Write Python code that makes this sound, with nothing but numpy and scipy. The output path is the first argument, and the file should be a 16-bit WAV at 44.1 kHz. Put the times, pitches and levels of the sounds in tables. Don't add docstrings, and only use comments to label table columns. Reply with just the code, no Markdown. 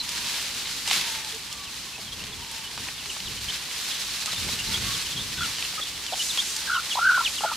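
import sys
import numpy as np
from scipy import signal
from scipy.fft import rfft, irfft, next_fast_len
from scipy.io import wavfile
from scipy.ndimage import uniform_filter1d

SR = 44100
rng = np.random.default_rng(int(sys.argv[2]) if len(sys.argv) > 2 else 0)


def put_to_file(sound):
    columns = np.atleast_2d(sound).T
    safe = np.clip(columns, -1, 1)
    whole_steps = np.round(safe * 32767)
    wavfile.write(sys.argv[1], SR, whole_steps.astype(np.int16))


N = 333396
T = np.arange(N) / SR


def undb(db):
    return 10 ** (np.asarray(db) / 20)


def unit(x):
    return x / np.sqrt(np.mean(x ** 2))


def add(track, start, sound):
    i = max(int(start * SR), 0)
    track[..., i:i + sound.shape[-1]] += sound[..., :max(N - i, 0)]


def colour(x, points):
    hz, db = np.transpose(points)
    size = next_fast_len(N)
    bin_hz = np.maximum(np.arange(size // 2 + 1) * SR / size, 1)
    gain = undb(np.interp(np.log(bin_hz), np.log(hz), db))
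    return irfft(rfft(x, size) * gain, size)[..., :N]


def resonate(x, hz, q):
    hz = min(hz, SR / 3)
    return signal.lfilter(*signal.iirpeak(hz, max(q, 3 * hz / SR), fs=SR), x)


def resonate_twice(x, hz, q):
    return resonate(resonate(x, hz, q), hz, q)


def wander(rate, size=N):
    points = rng.standard_normal(int(size / SR * rate) + 3)
    joined = np.interp(np.arange(size) / SR * rate, np.arange(len(points)), points)
    return uniform_filter1d(joined, max(int(SR / rate / 2), 1)) * np.sqrt(2)


def fade(t, edge):
    return np.sin(np.pi / 2 * np.clip(np.minimum(t - t[0], t[-1] - t) / edge, 0, 1)) ** 2


def stereo(mid, side):
    return np.array([mid + side, mid - side])


# frequency in Hz, relative level in dB.
AIR_TONE = [(24, -33), (40, -1), (81, -1), (207, 3.5), (658, -7), (863, 0.5), (1130, 0), (1330, -11),
            (1680, -14), (3000, -1.5), (3900, -20), (6600, -120)]

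def countryside(air_db=-49, hum_hz=59, hum_db=-61):
    air = unit(colour(rng.standard_normal((2, N)), AIR_TONE))
    mid, side = air * undb(air_db + .5 * wander(2.74))
    pitch = hum_hz * (1 + .03 * wander(8))
    hum = np.sqrt(2) * undb(hum_db) * np.sin(2 * np.pi * np.cumsum(pitch) / SR)
    return stereo(mid + hum, .22 * side)


# frequency in Hz, relative level in dB.
RUMBLE_TONE = [(12, -39), (20, -15), (53, -2), (112, -2), (192, -4), (353, -10.5), (422, -7.5),
               (512, -12.5), (700, -21.5), (910, -49), (1540, -120)]
# time of the peak in seconds, length in seconds, relative level in dB.
WIND_GUSTS = [(.15, 0.33, -49), (.73, 0.04, -48), (2.24, 0.19, -42.5), (2.385, .08, -42),
              (2.805, 0.076, -41.5), (3.33, 0.15, -40), (3.49, 0.068, -45), (4.47, 0.15, -35),
              (4.804, .27, -35.5), (5.215, 0.14, -38.5), (5.414, 0.16, -39.5)]

def wind(breeze_db=-53, gain_db=-2, eddy_db=-17):
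    power = undb(breeze_db + .5 * wander(9)) ** 2
    for peak, length, db in WIND_GUSTS:
        power += undb(db) ** 2 * np.exp(-(2 * (T - peak) / length) ** 2)
    strength = np.sqrt(power) * undb(gain_db + wander(22))
    rumble = colour(rng.standard_normal((2, N)), RUMBLE_TONE)
    rumble = unit(signal.sosfilt(signal.butter(1, 190, fs=SR, output="sos"), rumble))
    eddies = unit(resonate(rng.standard_normal((2, N)), hz=187, q=.87))
    eddies *= undb(eddy_db) * (strength / strength.max()) ** .66
    mid, side = (rumble + eddies) * strength
    return stereo(mid, .28 * side)


def crackle(rate, spread_db):
    when, how_big, where = rng.random((3, N))
    clicks = undb(spread_db * np.minimum(-np.log(1 - how_big), 5)) * (when < rate / SR)
    angle = 2 * np.pi * where
    placed = clicks * np.array([np.cos(angle), np.sin(angle)])
    spectrum = rfft(rng.standard_normal(48) * np.exp(-np.arange(48) / 9), 256)
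    smear = np.roll(irfft(spectrum / np.abs(spectrum)), 32)
    return unit(signal.oaconvolve(placed, smear[None], axes=1)[:, :N])


# time in seconds, relative level in dB.
LEAF_STIR = [(.07, -40), (.12, -36.5), (.6, -37.5), (1.45, -42), (2.2, -44), (2.7, -41), (3.1, -42),
             (3.7, -37.5), (4.85, -36), (5.2, -38), (5.75, -37), (6, -39), (6.4, -37), (7.1, -37.5),
             (7.56, -38)]
# time of the hardest pull in seconds, time to settle in seconds,
# relative level in dB, share of thick stalks in dB.
CATTLE_TUGS = [(.19, 0.078, -45.5, 4.5), (.32, 0.17, -35, -3), (.73, 0.031, -45, -3),
               (.935, 0.2, -30, -0.5), (1.78, .08, -44, -13), (2.25, 0.2, -55, 12), (2.83, 0.13, -46.5, 3),
               (3.18, 0.06, -43.5, -10), (3.54, 0.14, -43.5, 6), (3.92, .14, -39.5, -18),
               (4.3, 0.044, -42, 1), (4.53, 0.093, -37, -6), (4.75, 0.39, -37.5, -4), (5.47, 0.16, -38, -4),
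               (7.25, 0.1, -38.5, -14)]
# frequency in Hz, relative level in dB.
BLADE_TONE = [(150, -40), (250, -14.5), (717, -15), (1030, -15.5), (1100, -10), (1430, -7), (1670, -6),
              (2060, -5), (3110, -1.5), (4170, 0.5), (10600, -12), (14700, -19.5), (15500, -24)]
# frequency in Hz, level of the side against the mid in dB.
LEAF_WIDTH = [(60, -15), (110, -15), (200, -46), (380, -14), (700, -11), (1290, -13), (2380, -9),
              (4400, -6), (8120, -2.5), (15000, 0)]

def leaves(blade_gain_db=4, stir_stalk_db=-7, rise_s=.067):
    stir_times, stir_db = np.transpose(LEAF_STIR)
    blade_power = undb(np.interp(T, stir_times, stir_db)) ** 2
    stalk_power = blade_power * undb(stir_stalk_db) ** 2
    for peak, settle, db, share_db in CATTLE_TUGS:
        age = T - peak
        pull = undb(db) * np.exp(-np.where(age < 0, (age / rise_s) ** 2, age / settle))
        blade_power += pull ** 2
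        stalk_power += (pull * undb(share_db)) ** 2
    grains = rng.standard_normal((2, N)) + undb(-5) * crackle(rate=1800, spread_db=2)
    blades = unit(colour(grains, BLADE_TONE)) * undb(blade_gain_db + .99 * wander(45))
    scrape = rng.standard_normal((2, N)) + crackle(rate=450, spread_db=3.5)
    stalks = resonate(resonate(scrape, hz=2360, q=.74), hz=2380, q=.73)
    stalks += undb(-4.5) * resonate(scrape, hz=1114, q=4)
    mid, side = blades * np.sqrt(blade_power) + unit(stalks) * np.sqrt(stalk_power)
    lean_right = undb([[-.38], [.38]])
    return stereo(mid, colour(side, LEAF_WIDTH)) * lean_right


def voice(hz, second_db, third_db):
    phase = 2 * np.pi * np.cumsum(hz) / SR
    tone = np.sin(phase) + undb(second_db) * np.sin(2 * phase) + undb(third_db) * np.sin(3 * phase)
    return np.sqrt(2) * tone


# start in seconds, length in seconds, pitch in Hz,
# fall in octaves (below zero it rises), relative level in dB.
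CROW_NOTES = [(0, 0.42, 955, .03, -48), (1.02, 0.3, 895, .14, -44.5), (1.45, 0.1, 905, -0.073, -49),
              (1.5, 0.22, 1150, .13, -47), (1.82, 0.12, 1110, 0.037, -51), (2.36, 0.28, 910, 0.079, -46.5),
              (4.65, .12, 890, 0, -45), (4.83, 0.15, 1130, .02, -41.5), (6.54, .2, 890, -0.16, -48.5)]

def roosters(gain_db=-4, weaken_db=3, edge_s=.035):
    out = np.zeros(N)
    for start, length, hz, fall, db in CROW_NOTES:
        u = np.linspace(-1, 1, int(length * SR))
        pitch = hz * 2 ** (-fall * u / 2) * (1 + .024 * wander(150, len(u)))
        tone = voice(pitch, second_db=-12, third_db=-24)
        flicker = unit(1 + .35 * wander(90, len(u)))
        loudness = undb(db + gain_db - weaken_db * u / 2)
        add(out, start, tone * flicker * loudness * fade(u * length / 2, edge_s))
    return out


def peep(glide_hz):
    u = np.linspace(-1, 1, len(glide_hz))
    loudness = fade(u, .18) * undb(.5 * (u - u ** 2) + 1.4 * wander(200, len(u)))
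    pitch = glide_hz * (1 + .012 * wander(500, len(u)))
    return voice(pitch, second_db=-24, third_db=-36) * loudness


# start in seconds, length in seconds, middle pitch in Hz,
# fall in octaves, level in dB.
PEEPS_DOWN = [(0.65, .025, 3950, .28, -36), (1.647, 0.045, 2950, .6, -43), (2.07, .025, 3250, 0.28, -42),
              (2.584, .046, 2820, 0.26, -47), (2.975, .05, 3000, 0.63, -42),
              (3.096, .023, 2850, 0.27, -34.5), (3.256, 0.031, 3450, 0.6, -37.5),
              (3.899, 0.042, 3480, .55, -37), (4.312, .04, 3490, .55, -34),
              (4.665, 0.023, 4120, 0.23, -33.5), (4.923, .042, 3390, .4, -36),
              (5.118, .018, 3310, .32, -34.5), (5.425, .035, 3020, .42, -37),
              (5.558, 0.041, 3130, .38, -39), (5.635, .023, 2990, 0.35, -34.5),
              (5.85, .035, 3180, .42, -39), (6.061, .045, 2990, 0.515, -39),
              (6.122, 0.024, 3520, .56, -32.5), (6.292, .024, 3790, .33, -28), (6.735, .039, 3100, .3, -33),
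              (6.901, 0.035, 3100, .42, -29.5), (7.245, 0.036, 3005, .78, -24.5),
              (7.36, 0.04, 3350, 0.68, -32)]
# start in seconds, length in seconds, lowest pitch in Hz,
# final climb in octaves, level in dB.
PEEPS_DOWN_UP = [(0, 0.02, 4020, .03, -27.5), (1.513, 0.025, 3080, .25, -41),
                 (1.926, 0.043, 2550, .17, -42.5), (2.12, 0.021, 3250, .1, -40),
                 (2.187, 0.042, 2740, 0.24, -42), (2.325, .022, 3370, .03, -39.5),
                 (2.64, 0.047, 2920, .3, -40.5), (3.362, 0.034, 3010, .05, -42),
                 (3.484, .027, 3000, .52, -31), (4.36, .028, 3500, .22, -36),
                 (4.515, 0.027, 3880, .17, -33), (4.587, 0.032, 2780, .18, -32.5),
                 (4.738, 0.03, 3230, .26, -27), (5.056, 0.027, 2960, 0.35, -36),
                 (5.162, 0.041, 3220, .27, -32), (5.203, 0.0194, 3550, .14, -35),
                 (5.376, 0.061, 3400, .02, -36), (5.812, 0.027, 3360, .34, -30),
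                 (6.191, 0.042, 2910, 1, -30), (6.378, 0.032, 3230, .36, -23),
                 (6.912, 0.046, 3280, 0.58, -32.5)]

def chicks(sink_octaves=.181, faint_per_s=4):
    out = np.zeros(N)
    faint_peeps = [(when * T[-1], .035, 3260 * 2 ** ((pitch - .5) / 2), .39, -51)
                   for when, pitch in rng.random((int(faint_per_s * T[-1]), 2))]
    for start, length, hz, fall, db in PEEPS_DOWN + faint_peeps:
        u = np.linspace(-1, 1, int(length * SR))
        add(out, start, peep(hz * 2 ** (-fall * u / 2)) * undb(db))
    for start, length, hz, climb, db in PEEPS_DOWN_UP:
        u = np.linspace(-1, 1, int(length * SR))
        octaves = np.where(u < 0, sink_octaves, climb) * np.abs(u) ** 2.4
        add(out, start, peep(hz * 2 ** octaves) * undb(db))
    return out


# start in seconds, peak level in dB, centre of the crack in Hz,
# level of the knock against the crack in dB.
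STALK_SNAPS = [(.091, -19, 4970, -12), (.876, -13.5, 3000, -3), (.886, -17, 3200, -10),
               (.911, -9, 2560, -5), (.931, -14, 3560, -12), (1.012, -13, 3200, -6),
               (1.247, -20.5, 4450, -14), (1.323, -23, 2800, -14), (1.348, -26, 5500, -16),
               (1.527, -21, 4970, -14), (2.239, -23.5, 3800, -16), (2.514, -22, 6000, -7),
               (2.777, -20.5, 2450, 0), (2.885, -22.5, 2100, -10), (3.058, -22.5, 2800, -5),
               (3.165, -27, 2400, 15), (3.203, -18.5, 3400, -13), (4.259, -13, 4860, -11),
               (4.332, -19, 2800, -0.5), (4.489, -19, 2500, -1), (4.775, -20, 3200, -1),
               (5.625, -16.5, 2690, -26), (6.065, -17, 4000, -12), (6.374, -13.5, 3000, -1),
               (6.564, -15, 5270, -8)]

def snaps(knock_hz=1150):
    out, t = np.zeros((2, N)), np.arange(SR // 16) / SR
    decay = np.exp(-t / .0025) + .3 * np.exp(-t / .009)
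    for start, db, hz, knock_db in STALK_SNAPS:
        burst = rng.standard_normal((2, len(t))) * decay
        crack = resonate_twice(burst, hz, q=.89)
        knock = undb(knock_db) * resonate_twice(burst, knock_hz, q=1)
        mid, side = crack + knock
        add(out, start, stereo(mid, .12 * side) / np.abs(mid).max() * undb(db))
    return out


# start in seconds, length in seconds, level in dB.
STRAW_CRUNCHES = [(.872, .03, -34), (.925, 0.055, -39), (3.047, 0.15, -40.5), (4.26, 0.037, -44),
                  (6.137, .22, -31.5), (6.332, .29, -34), (6.876, 0.09, -37), (7.195, 0.31, -38)]

def straw():
    out = np.zeros((2, N))
    grains = .6 * crackle(rate=4000, spread_db=2.2) + rng.standard_normal((2, N))
    grains = unit(resonate_twice(grains, hz=6300, q=1.2))
    for start, length, db in STRAW_CRUNCHES:
        i, progress = int(start * SR), np.linspace(0, 1, int(length * SR))
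        swell = np.sin(np.pi * progress) ** .72
        mid, side = grains[:, i:i + len(swell)] * undb(db) * swell
        add(out, start, stereo(mid, .49 * side))
    return out


def thud(start_s=.96, level_db=-39, rise_s=.0028, decay_s=.037):
    age = np.maximum(T - start_s, 0)
    body = unit(resonate(rng.standard_normal(N), hz=185, q=1.6))
    return body * undb(level_db) * np.exp(-age / decay_s) * (1 - np.exp(-age / rise_s))


# start in seconds,
# length in seconds, pitch in Hz, fall in octaves, level in dB, hoarseness (0 is clear).
CLUCKS_AND_CALLS = [(1.322, .055, 442, 0.058, -47, 0), (1.977, 0.025, 707, 0.38, -44, 1.3),
                    (2.269, 0.057, 410, 0.018, -52.5, 0.3), (3.056, 0.055, 398, 0.024, -52, 0),
                    (2.863, 0.035, 1000, 0.11, -44, 0.4), (4.27, 0.024, 1195, -0.02, -37.5, 0.4),
                    (5.734, 0.01, 730, 0.026, -43, .9), (5.793, 0.014, 590, -0.028, -41.5, 1),
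                    (6.121, 0.025, 706, -0.22, -29.5, 0.34), (6.747, 0.035, 1040, 0.14, -33.5, 0.1),
                    (6.95, 0.017, 844, -0.41, -28.5, 0.8), (6.967, 0.028, 913, 0.32, -24, 0),
                    (7.111, 0.0096, 1055, 0.16, -29.5, 0.2), (7.172, 0.011, 1020, 0.17, -24.5, 0.25),
                    (7.204, 0.018, 1014, 0.016, -30, 0), (7.408, 0.0046, 830, 0.14, -26.5, 0.6),
                    (7.434, 0.021, 858, -0.077, -22, 0.13), (7.447, 0.013, 666, 0.053, -26.5, 0),
                    (7.514, 0.011, 920, -0.2, -27, 0.3)]

def clucks_and_calls(arch=.1, rasp=.051, rattle_hz=190):
    out = np.zeros(N)
    for start, length, hz, fall, db, hoarse in CLUCKS_AND_CALLS:
        u = np.linspace(-1, 1, int(length * SR))
        pitch = hz * 2 ** (-fall * u / 2) * (1 + arch * (1 / 3 - u ** 2) + rasp * wander(627, len(u)))
        cycles = np.cumsum(rattle_hz * (1 + .24 * wander(263, len(u)))) / SR
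        rattle = np.exp(1.6 * hoarse * np.cos(2 * np.pi * cycles))
        note = unit(voice(pitch, second_db=-21, third_db=-28) * rattle)
        add(out, start, note * undb(db) * fade(u, .44))
    return out


# start in seconds, length in
# seconds, middle pitch in Hz, fall in octaves, middle level in dB, flutter depth from 0 to 1.
TRILL_NOTES = [(5.377, 0.023, 1520, 0, -37, .6), (5.406, 0.055, 1418, 0.14, -30, .5),
               (5.776, 0.027, 1320, 0.067, -33.5, .5), (6.671, 0.04, 1640, 0.049, -31, 0.64),
               (6.695, .108, 1455, 0.055, -23, 0.8), (6.988, .02, 1350, .04, -23, 0.7),
               (7.008, 0.092, 1500, -0.18, -19, 0.41), (7.094, 0.023, 1455, -0.00052, -16.5, 0.14),
               (7.111, 0.065, 1502, -0.01, -19, 0.47), (7.175, 0.042, 1423, 0.1, -20.5, 0.65),
               (7.224, 0.0195, 1083, .2, -36, .5), (7.416, 0.037, 1350, 0, -33, .9),
               (7.454, 0.084, 1405, 0.15, -28.5, 0.95)]

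def hen_trills(flutter_hz=66, sag=.22, dip_db=-15, rasp=.023, arch_octaves=.054, db_per_octave=43):
    out = np.zeros(N)
    for start, length, hz, fall, db, depth in TRILL_NOTES:
        u = np.linspace(-1, 1, int(length * SR))
        octaves = -fall * u / 2 - arch_octaves * u ** 2
        cycles = np.cumsum(flutter_hz * (1 + .198 * wander(48.4, len(u)))) / SR
        pulses = (1 - np.abs(np.sin(np.pi * cycles))) ** 1.61
        narrowing = pulses * depth * np.exp(.35 * wander(66, len(u)))
        pitch = hz * 2 ** octaves * (1 - sag * narrowing + rasp * wander(490, len(u)))
        effort_db = db_per_octave * octaves
        loudness = undb(db + effort_db + dip_db * narrowing + 1.1 * wander(317, len(u)))
        tone = voice(pitch, second_db=-27, third_db=-44)
        add(out, start, tone * loudness * fade(u * length / 2, .003))
    return out


def yard(direct, echo_db, ring_s):
    t = np.arange(SR // 2) / SR
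    echoes = rng.standard_normal((2, len(t))) * undb(-60 * t / ring_s) * (t > .004)
    echoes /= np.sqrt(np.sum(echoes ** 2, axis=1, keepdims=True))
    mid, side = signal.oaconvolve(direct[None], echoes, axes=1)[:, :N] * undb(echo_db)
    return stereo(direct + mid, .051 * side)


def scene():
    birds = yard(chicks() + hen_trills() + clucks_and_calls(), echo_db=-14, ring_s=.15)
    crowing = yard(roosters(), echo_db=-7, ring_s=.4)
    return birds + crowing + leaves() + straw() + snaps() + thud() + wind() + countryside()


def record(dry):
    return signal.sosfilt(signal.ellip(10, .2, 70, 15550, fs=SR, output="sos"), dry)


dry = scene()
out = record(dry)
put_to_file(out)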